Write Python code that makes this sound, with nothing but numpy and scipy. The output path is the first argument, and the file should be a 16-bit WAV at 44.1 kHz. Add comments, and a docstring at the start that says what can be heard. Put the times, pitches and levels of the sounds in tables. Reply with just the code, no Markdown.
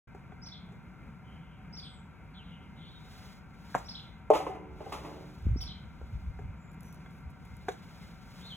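"""A distant town hums behind a fenced patio; a golf club taps the ground and sparrows chirp.
A jacket swishes, and with a dead click a ball is chipped off a rubber mat into an open washing machine.
The tub thuds, the steel drum rings and buzzes, and the ball bounces and rattles to rest.
Puffs of wind buffet the microphone as the golfer rolls up another ball underfoot and sets the club down.
Knocks and birdsong scatter off the paving, the house and the fence."""
import sys
import numpy as np
from scipy import signal
from scipy.fft import rfft, irfft, next_fast_len
from scipy.io import wavfile
from scipy.ndimage import map_coordinates

SR = 44100
rng = np.random.default_rng(int(sys.argv[2]) if len(sys.argv) > 2 else 0)


def file_out(sig):
    """Save sig as 16-bit WAV at sys.argv[1]."""
    # one column per channel
    cols = np.atleast_2d(sig).T
    # limit, then scale
    lim = np.clip(cols, -1, 1)
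    pcm = np.round(lim * 32767).astype(np.int16)
    wavfile.write(sys.argv[1], SR, pcm)


N = 377496

# The bed of distant traffic. Each row: frequency in Hz, level in dB.
TOWN_SPECTRUM = [(20, -40), (45, 0.5), (70, 2), (110, -1.5), (170, 3.5), (240, -5.5), (330, -16),
                 (600, -20.5), (1400, -20), (1800, -28), (2300, -20.5), (3000, -35), (4000, -38.5),
                 (6000, -45), (15000, -51.5)]
# Yard resonances that colour the hum. Each row: centre in Hz, width in Hz, level in dB.
YARD_RESONANCES = [(753, 20.5, 3), (937, 62, -0.5), (1375, 55, 1), (1546, 110, -4), (2088, 20, 2)]
# The tail off the fence. Each row: frequency in Hz, t60 in seconds.
FENCE_DECAY = [(150, 0.088), (600, 0.4), (2000, 0.73), (5000, 0.32), (14000, 0.022)]

# Chatter from other gardens. Each row: start and length in seconds, first and last pitch in Hz,
# level in dB, warble as a share of pitch.
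FAR_CHIRPS = [(1.221, 0.17, 3130, 3000, -65, 0.049), (1.393, 0.21, 2940, 2670, -66.5, .11),
              (1.786, .22, 8640, 7500, -65.5, .03), (2.331, .1, 4170, 2410, -53.5, 0.078),
              (2.37, 0.02, 3950, 3860, -56, 0.0092), (2.482, .11, 3320, 2620, -58.5, .1),
              (2.751, 0.2, 3490, 3795, -55, 0.11), (2.938, 0.028, 3750, 3735, -50, .01),
              (6.559, 0.18, 7450, 7100, -71.5, .03), (6.816, .11, 5960, 5870, -64, .01)]
# One slurred call. Each row: time in seconds, pitch in Hz, level in dB, warble as a share of pitch.
SLUR_CONTOUR = [(8.4, 2950, -60, .04), (8.44, 3800, -52, 0.077), (8.475, 4110, -49, 0.052),
                (8.5, 3630, -50.5, 0.046), (8.53, 3080, -39, .015), (8.555, 3060, -53, .01)]
# Sparrow chirps. Each row: start of the high arch in seconds, its level in dB, pitch factor, then in dB
# against that arch: its overtones, the whistle, the low arch, the rasp, the hoarse voice.
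SPARROW_CALLS = [(.457, -47, 1.02, -31, -3, -1, -9, -18), (1.766, -44.5, .98, -31, -6, -5, -7, -19),
                 (3.884, -41.5, .98, -34, -12, -4, -8, -21), (5.604, -42.5, 1.0, -20, -7, -2, -3, -8)]
# A chirp's four notes. Each lists: offset from the high arch and length in seconds,
# warble as a share of pitch, then evenly spaced pitches in Hz, before the pitch factor.
WHISTLE = (-.04, .04, .035, 4900, 5200, 5650, 6000)
HIGH_ARCH = (0, .038, .02, 3200, 4700, 5450, 5200, 5000, 4400, 3300)
LOW_ARCH = (.06, .032, .02, 3300, 3450, 4300, 3500, 2850)
RASP = (.088, .036, .08, 3650, 3550, 3400)

# Puffs on the microphone. Each row: arrival in seconds, level in dB, hold in seconds.
GUSTS = [(4.723, -43.5, 0.016), (5.474, -25.5, 0.036), (5.591, -37.5, 0.0084), (5.689, -41, .005),
         (5.856, -49, 0.0058), (6.013, -40, 0.014), (6.15, -35.5, 0.01), (6.268, -36, 0.019),
         (6.405, -38.5, 0.019), (6.468, -39.5, 0.012), (7.26, -40, 0.0075), (7.52, -43, 0.022)]
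# Their rumble. Each row: frequency in Hz, level in dB.
WIND_SPECTRUM = [(15, -8), (35, -9), (60, 10), (90, 2), (160, -11), (300, -57), (700, -83)]
# Dull bumps in the strongest gust. Each row: start in seconds, level in dB, pitch in Hz.
GUST_BUMPS = [(5.466, -19, 184), (5.559, -21.5, 238)]

# Treble rustle through the swing and the steps after it, swelling with the hit and as the ball rolls. Each row:
# time in seconds, level in dB before trim.
SWING_RUB = [(2.3, -101), (2.668, -93), (2.96, -86), (3.11, -74), (3.26, -73.5), (3.35, -76.5),
             (3.45, -93.5), (3.58, -83.5), (3.754, -71.5), (4.07, -86), (4.25, -101)]
STEP_RUB = [(4.65, -100), (4.78, -84), (4.91, -73), (5.0, -74), (5.17, -77), (5.82, -89), (6.2, -83),
            (6.71, -99), (7.01, -84.5), (7.3, -92), (7.5, -83), (7.63, -81.5), (7.92, -77.5), (8.04, -75.5),
            (8.19, -82), (8.37, -72.5), (8.55, -75.5)]
# Grit ticking under the shoes. 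Each row: start in seconds, level in dB.
GRIT_TICKS = [(5.423, -65), (6.716, -60.5), (6.806, -52.5), (6.831, -58), (6.925, -53), (6.944, -54),
              (7.303, -64.5), (7.451, -56), (7.567, -58)]
# The sole scrapes a ball over the mat. Each row: start and length in seconds, level in dB.
SOLE_SCRAPES = [(6.722, 0.031, -74), (6.805, 0.12, -68.5), (6.924, 0.045, -71), (7.083, 0.16, -75.5),
                (7.291, .03, -72), (7.453, .04, -77)]
# The colours of cloth, grit and a contact's crack. Each row: frequency in Hz, level in dB.
CLOTH_SPECTRUM = [(800, 5.5), (2500, 1), (4000, 3.5), (6500, -3.5), (10000, -9.5), (15500, -11)]
GRIT_SPECTRUM = [(1500, -11), (3500, -4), (7000, 0.5), (14000, 2.5), (16000, -9)]
CRACK_SPECTRUM = [(100, -15), (400, 22.5), (2300, 5.5), (3500, -9), (7000, -2.5), (10000, -12),
                  (15500, -20)]

# The club head touches down. Each row: start in seconds, level in dB, tilt in dB per octave, crack in dB.
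HEAD_TAPS = [(.147, -42, -5, -55.5), (.321, -43, 2.5, -61), (.722, -50.5, -6, -55.5),
             (6.389, -40.5, -2, -56), (7.06, -52.5, 10.5, -58), (7.6838, -23.5, 0, -35.5)]
# The head's dead modes on the ground. Each row: pitch in Hz, level in dB, t60 in seconds.
HEAD_MODES = [(396, -2, 0.056), (754, 3, 0.025), (1170, 0, 0.016), (1560, 2.5, 0.012), (2030, -6, 0.014),
              (3390, -26, 0.038)]
# The club meets ball, mat and ground. Each row: start in seconds, level in dB, pitch in Hz,
# t60 in seconds, crack in dB.
CLUB_KNOCKS = [(3.7449, -25, 1600, 0.026, -49), (3.7493, -20, 1380, 0.003, -31.5),
               (3.7501, -2, 795, 0.0042, -31.5), (3.7512, -29, 167, 0.063, -52),
               (3.7552, -28, 605, 0.02, -57), (3.7608, -28, 1160, 0.0067, -39),
               (3.7655, -30, 1860, 0.0087, -55), (6.015, -25, 470, 0.0039, -61),
               (7.6843, -20, 1120, 0.0045, -41), (7.6892, -26, 3660, 0.0041, -39)]

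# The ball hits the drum. Each row: start in seconds, thud, steel and buzz levels in dB,
# then the struck panel's pitch in Hz, level in dB and t60 in seconds.
BOUNCES = [(4.302, -6.5, -29.5, -44, 643, -20, 0.076), (4.334, -47, -29, -37, 862, -17.5, 0.071),
           (4.349, -48, -28.5, -35.5, 1278, -34.5, .17), (4.399, -47, -40, -56, 774, -27, 0.1),
           (4.465, -55, -31.5, -50.5, 1030, -22.5, 0.031), (4.492, -52, -58, -61, 390, -30.5, 0.1),
           (4.497, -60, -51, -75, 756, -35, 0.32), (4.545, -54, -43, -63, 752, -37, .1),
           (4.805, -35.5, -43, -67, 823, -36, 0.054), (4.861, -57, -42, -70, 781, -37.5, 0.13),
           (4.921, -53, -36.5, -38.5, 858, -45, .15), (5.048, -51, -36.5, -53.5, 1060, -36.5, 0.043)]
# The damped tub and the ringing steel drum. Each row: pitch in Hz, level in dB, t60 in seconds.
TUB_MODES = [(439, -5, 0.1), (477, -12.5, 0.1), (563, -9, 0.062), (610, -3, 0.092), (758, -8.5, 0.08),
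             (791, -12.5, 0.049), (867, -16, 0.13), (1010, -15, .07), (1077, -16.5, 0.14),
             (1210, -14, 0.071)]
STEEL_MODES = [(298, -1, 1.3), (371, -7, 1.7), (412, -7, .6), (442, -5, 1.0), (495, -8, .5), (557, -7, 1.0),
               (600, -6, .45), (690, -9, .7), (762, -6, .8), (864, -5, .7), (996, -8, .95), (1058, -7, .55),
               (1228, -9, .5), (1275, -9, .4), (1728, -19, .45), (2035, -13, .5), (2099, -16, .7),
               (2762, -23, .5)]
# The colours of the shell's clatter and of loose steel buzzing. Each row: frequency in Hz, level in dB.
CLATTER_SPECTRUM = [(150, -41), (300, 2), (450, -1), (800, -6.5), (1150, -12), (1450, -22), (3000, -24.5),
                    (6000, -77)]
BUZZ_SPECTRUM = [(200, -22), (600, 6.5), (1200, 11.5), (1600, -5), (2100, 2.5), (2700, 2), (3800, -3.5),
                 (6000, -7), (10500, -13), (15500, -21)]

PURE_DB = -43  # overtones of a clean bird note
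HOARSE_PITCH, HOARSE_WARBLE = .66, .08  # shares of pitch
GUST_RISE_DB_PER_S, GUST_FALL_DB_PER_S = 387, 224
JACKET_TRIM_DB = 15.5
RING_DB, SHIMMER_DB, ENTRY_CRACK_DB = -13.5, -21, -33.5
ROLL_START_S, ROLL_LENGTH_S, ROLL_DB = 4.74, 0.6, -51
TOWN_PAN, MACHINE_PAN = 0.077, -.04  # share sent to the side channel, left positive
WIDEN_S, WIDEN_FROM_HZ, WIDEN_KNEE_HZ = .000235, 2600, 700
LEAD_SILENCE_S, TOP_HZ = .072, 15900


def amp(db):
    """Decibels to gain."""
    return 10 ** (np.asarray(db) / 20)


def unit(x):
    """Scale to rms 1."""
    return x / np.sqrt(np.mean(x ** 2) + 1e-20)


def seconds(length):
    """A time axis."""
    return np.arange(int(length * SR)) / SR


def along(points, hz):
    """Read a curve of (Hz, value) points on a log frequency axis."""
    f, v = np.transpose(points)
    return np.interp(np.log(hz + 1), np.log(f + 1), v)


def filtered(x, response):
    """EQ a sound with a gain given as a function of frequency."""
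    n = x.shape[-1]
    padded = next_fast_len(n + 8192)
    return irfft(rfft(x, padded) * response(np.fft.rfftfreq(padded, 1 / SR)), padded)[..., :n]


def noise(spectrum, size):
    """Coloured noise of rms 1."""
    return unit(filtered(rng.standard_normal(size), lambda hz: amp(along(spectrum, hz))))


def wobble(rate, size):
    """A smooth random curve, rate knots a second."""
    knots = rng.standard_normal(int(size * rate / SR) + 4)
    return map_coordinates(knots, [np.arange(size) * rate / SR])


def add(track, s, sound):
    """Mix a sound into a track at s seconds."""
    part = track[max(round(s * SR), 0):][:len(sound)]
    part += sound[:len(part)]


def fade(t, rise, t60):
    """A quick attack and an exponential decay, both timed in seconds."""
    return (1 - np.exp(-t / rise)) * np.exp(-np.log(1000) * t / t60)


def ring(modes, t, rise, detune=0):
    """Decaying modes; detune lets each blow pull them slightly off pitch."""
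    out = np.zeros(len(t))
    for hz, db, t60 in modes:
        pitch = hz * (1 + detune * rng.standard_normal())
        out += amp(db) * fade(t, rise, t60) * np.sin(2 * np.pi * pitch * t)
    return out


def crack(t, rise, t60):
    """The burst of noise on the front of a hard contact."""
    return fade(t, rise, t60) * noise(CRACK_SPECTRUM, len(t))


def radiated(x, corner_hz):
    """A small body radiates little bass."""
    return signal.sosfilt(signal.butter(2, corner_hz, "high", fs=SR, output="sos"), x)


def echo(x, delay_s, db):
    """One clean reflection."""
    return amp(db) * np.pad(x, (int(delay_s * SR), 0))[:N]


def patio(x, fence_s, fence_db):
    """Scatter from paving and house, then a second wave back from the fence."""
    hz, t, grains = signal.stft(rng.standard_normal(SR // 2), SR, nperseg=256)
    near = np.exp(-np.log(1000) * t / 0.12)
    since_fence = np.maximum(t - fence_s, 0)
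    far = amp(fence_db) * fade(since_fence, rise=0.0059, t60=along(FENCE_DECAY, hz)[:, None])
    tail = signal.istft(grains * (near + far), SR, nperseg=256)[1]
    predelayed = np.pad(tail / np.linalg.norm(tail), (int(.003 * SR), 0))
    return signal.fftconvolve(x, predelayed)[:N]


def town():
    """A steady bed of distant traffic, coloured by the walls of the yard."""
    drift = amp(.4 * wobble(3, N) + .8 * wobble(14, N))
    traffic = amp(-50) * drift * noise(TOWN_SPECTRUM, N)
    walls = lambda f: sum(amp(db) / (1 + (2 * (f - hz) / width) ** 2)
                          for hz, width, db in YARD_RESONANCES)
    return traffic + amp(-63.5) * unit(filtered(rng.standard_normal(N), walls))


def bird_note(hz, overtone_db, warble):
    """One warbling note that swells and fades along a pitch contour."""
    pitch = hz * (1 + warble * wobble(500, len(hz)))
    phase = 2 * np.pi * np.cumsum(pitch) / SR
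    swell = np.sqrt(np.abs(np.sin(np.linspace(0, np.pi, len(hz)))))
    return swell * (np.sin(phase) + amp(overtone_db) * (np.sin(2 * phase) + np.sin(3 * phase)))


def far_birds():
    """Rough chatter and thin whistles from other gardens, each sliding in pitch."""
    out = np.zeros(N)
    for s, length, first_hz, last_hz, db, warble in FAR_CHIRPS:
        contour = np.linspace(first_hz, last_hz, len(seconds(length)))
        add(out, s, amp(db) * bird_note(contour, PURE_DB, warble))
    return out


def slurred_call():
    """A nearer bird climbs rough, then falls to a louder, clearer note."""
    out = np.zeros(N)
    s, hz, db, warble = np.transpose(SLUR_CONTOUR)
    t = s[0] + seconds(s[-1] - s[0])
    voice = bird_note(np.interp(t, s, hz), PURE_DB, np.interp(t, s, warble))
    add(out, s[0], amp(np.interp(t, s, db)) * voice)
    return out


def sparrow():
    """A close chirp: a buzzy rising whistle, two arches that flick down and a trailing rasp."""
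    out = np.zeros(N)
    for s, db, pitch, overtone_db, whistle_db, low_db, rasp_db, hoarse_db in SPARROW_CALLS:
        notes = [(WHISTLE, whistle_db, PURE_DB), (HIGH_ARCH, 0, overtone_db),
                 (LOW_ARCH, low_db, PURE_DB), (RASP, rasp_db, PURE_DB)]
        for note, note_db, bright_db in notes:
            after_s, length, warble, *turns_hz = note
            t = seconds(length)
            contour = pitch * np.interp(t, np.linspace(0, length, len(turns_hz)), turns_hz)
            flutter = amp(2.5 * wobble(200, len(t)))
            add(out, s + after_s, amp(db + note_db) * flutter * bird_note(contour, bright_db, warble))
            if note is HIGH_ARCH:  # a hoarse, lower voice sounds underneath
                hoarse = bird_note(HOARSE_PITCH * contour, bright_db, HOARSE_WARBLE)
                add(out, s, amp(db + hoarse_db) * hoarse)
    return out


def wind():
    """Low rumble on the microphone: each puff rises fast, holds and dies away."""
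    strength = np.zeros(N)
    for s, db, hold_s in GUSTS:
        t = np.arange(N) / SR - s
        attack_db = GUST_RISE_DB_PER_S * np.minimum(t, 0)
        release_db = -GUST_FALL_DB_PER_S * np.maximum(t - hold_s, 0)
        strength += amp(np.maximum(db + attack_db + release_db, -150))
    return strength * amp(1.46 * wobble(70, N)) * noise(WIND_SPECTRUM, N)


def gust_bumps():
    """Short, muffled thumps at the microphone in the strongest gust."""
    out, t = np.zeros(N), seconds(.2)
    for s, db, hz in GUST_BUMPS:
        add(out, s, amp(db) * ring([(hz, 0, 0.019)], t, rise=0.00047, detune=0.02))
    return signal.sosfilt(signal.butter(4, 480, fs=SR, output="sos"), out)


def jacket():
    """Cloth rubs and swishes with each move, and the treble swells with the hit and the ball's roll."""
    rub_db = np.interp(np.arange(N) / SR, *np.vstack([SWING_RUB, STEP_RUB]).T)
    return amp(JACKET_TRIM_DB + rub_db + 1.13 * wobble(70, N)) * noise(CLOTH_SPECTRUM, N)


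def shoes():
    """Grit ticks underfoot, and a sole scrapes the next ball over the mat."""
    out, t = np.zeros(N), seconds(.09)
    for s, db in GRIT_TICKS:
        crunch = amp(db + 4.2 * wobble(670, len(t)))
        add(out, s, crunch * fade(t, rise=.0004, t60=0.022) * noise(GRIT_SPECTRUM, len(t)))
    for s, length, db in SOLE_SCRAPES:
        size = len(seconds(length))
        grains = unit(amp(5 * wobble(500, size)) * noise(GRIT_SPECTRUM, size))
        add(out, s, amp(db) * signal.get_window(("tukey", .5), size) * grains)
    return out


def club_taps():
    """Each touch of the club head rings the same dead modes, brighter on harder ground."""
    out, t = np.zeros(N), seconds(0.26)
    pivot_hz = HEAD_MODES[1][0]
    for s, db, tilt_db, crack_db in HEAD_TAPS:
        modes = [(hz, level + tilt_db * np.log2(hz / pivot_hz), t60) for hz, level, t60 in HEAD_MODES]
        add(out, s, amp(db) * ring(modes, t, rise=0.0012, detune=0.02))
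        add(out, s, amp(crack_db) * crack(t, rise=0.00011, t60=0.081))
    return out


def club_knocks():
    """Dead contacts with ball, mat and ground: one heavily damped resonance and a short crack."""
    out, t = np.zeros(N), seconds(.2)
    for s, db, hz, t60, crack_db in CLUB_KNOCKS:
        add(out, s, amp(db) * ring([(hz, 0, t60)], t, rise=0.00029))
        add(out, s, amp(crack_db) * crack(t, rise=0.00017, t60=0.047))
    return out


def ball_roll():
    """Through its last bounces the ball rolls over the drum's perforations with a fine rattle."""
    out, t = np.zeros(N), seconds(ROLL_LENGTH_S)
    swell = np.sin(np.pi * t / ROLL_LENGTH_S)
    rattle = amp(ROLL_DB + 2.1 * wobble(90.4, len(t))) * noise(CLATTER_SPECTRUM, len(t))
    add(out, ROLL_START_S, swell * rattle)
    return out


def drum_hits():
    """Each bounce sounds a panel, thumps the tub and rings the drum; hard ones set loose steel buzzing."""
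    tub, out, t = np.zeros(N), np.zeros(N), seconds(1.2)
    thump = ring(TUB_MODES, t, rise=.0005)
    # the shell's dense modes die fast, but for a faint long shimmer
    shell_fade = fade(t, rise=.001, t60=.09) + amp(SHIMMER_DB) * fade(t, rise=.03, t60=1.1)
    for s, thud_db, steel_db, buzz_db, panel_hz, panel_db, panel_t60 in BOUNCES:
        panel = amp(panel_db) * ring([(panel_hz, 0, panel_t60)], t, rise=.002)
        steel = amp(steel_db + RING_DB) * ring(STEEL_MODES, t, rise=.012, detune=.003)
        clatter = amp(steel_db + 0.95 * wobble(110, len(t))) * noise(CLATTER_SPECTRUM, len(t))
        buzz = amp(buzz_db + 0.85 * wobble(250, len(t))) * noise(BUZZ_SPECTRUM, len(t))
        add(out, s, panel + steel + shell_fade * clatter + fade(t, rise=0.0016, t60=0.31) * buzz)
        add(tub, s, amp(thud_db) * thump)
    # a sharp crack as the ball first meets the steel
    add(out, BOUNCES[0][0], amp(ENTRY_CRACK_DB) * crack(t, rise=0.00015, t60=0.057))
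    # the tub's thud is held to its mids, falling steeply on either side
    return out + signal.sosfilt(signal.butter(3, (390, 1000), "band", fs=SR, output="sos"), tub)


def scene():
    """A mid/side mix: club, machine and near birds get patio reverb; the far birds are all reverb."""
    club = radiated(club_knocks() + club_taps(), corner_hz=151)
    machine = radiated(drum_hits() + ball_roll(), corner_hz=238)
    birds = sparrow() + slurred_call()
    hum = town()
    # the slats of the fence throw back mostly treble
    slats = filtered(echo(club, delay_s=0.024, db=5.0), lambda hz: hz ** 2 / (hz ** 2 + 3500 ** 2))
    mid = club + amp(-8) * patio(club + slats, fence_s=.04, fence_db=-21)
    mid += machine + amp(-16) * patio(machine, fence_s=.04, fence_db=-4)
    mid += birds + echo(birds, delay_s=.027, db=-12)
    mid += amp(-4.5) * patio(birds, fence_s=.025, fence_db=-4)
    mid += patio(far_birds(), fence_s=0.06, fence_db=-10.5)
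    mid += jacket() + shoes() + wind() + gust_bumps() + hum
    # hum, wind and knocks get their width in the lows and mids only
    side = amp(-10) * town() + amp(-14) * wind()
    side += amp(-9) * patio(club + machine, fence_s=.04, fence_db=-20)
    side += TOWN_PAN * hum + MACHINE_PAN * machine
    side = filtered(side, lambda hz: 1 / (1 + (hz / 2800) ** 4))
    # the birds' echoes come from all around
    side += amp(-9) * patio(birds, fence_s=.025, fence_db=-8)
    return np.array([mid + side, mid - side])


def record(dry):
    """A moment of silence, then the sound fades in; the right treble lags for width, the top is cut."""
    def response(hz):
        above_hz = WIDEN_KNEE_HZ * np.logaddexp(0, (hz - WIDEN_FROM_HZ) / WIDEN_KNEE_HZ)
        phase_gap = 2 * np.pi * WIDEN_S * above_hz
        return np.exp(.5j * np.array([phase_gap, -phase_gap])) * (hz < TOP_HZ)

    fade_in = np.clip((np.arange(N) / SR - LEAD_SILENCE_S) / .004, 0, 1)
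    return filtered(dry * fade_in, response)


dry = scene()
out = record(dry)
file_out(out)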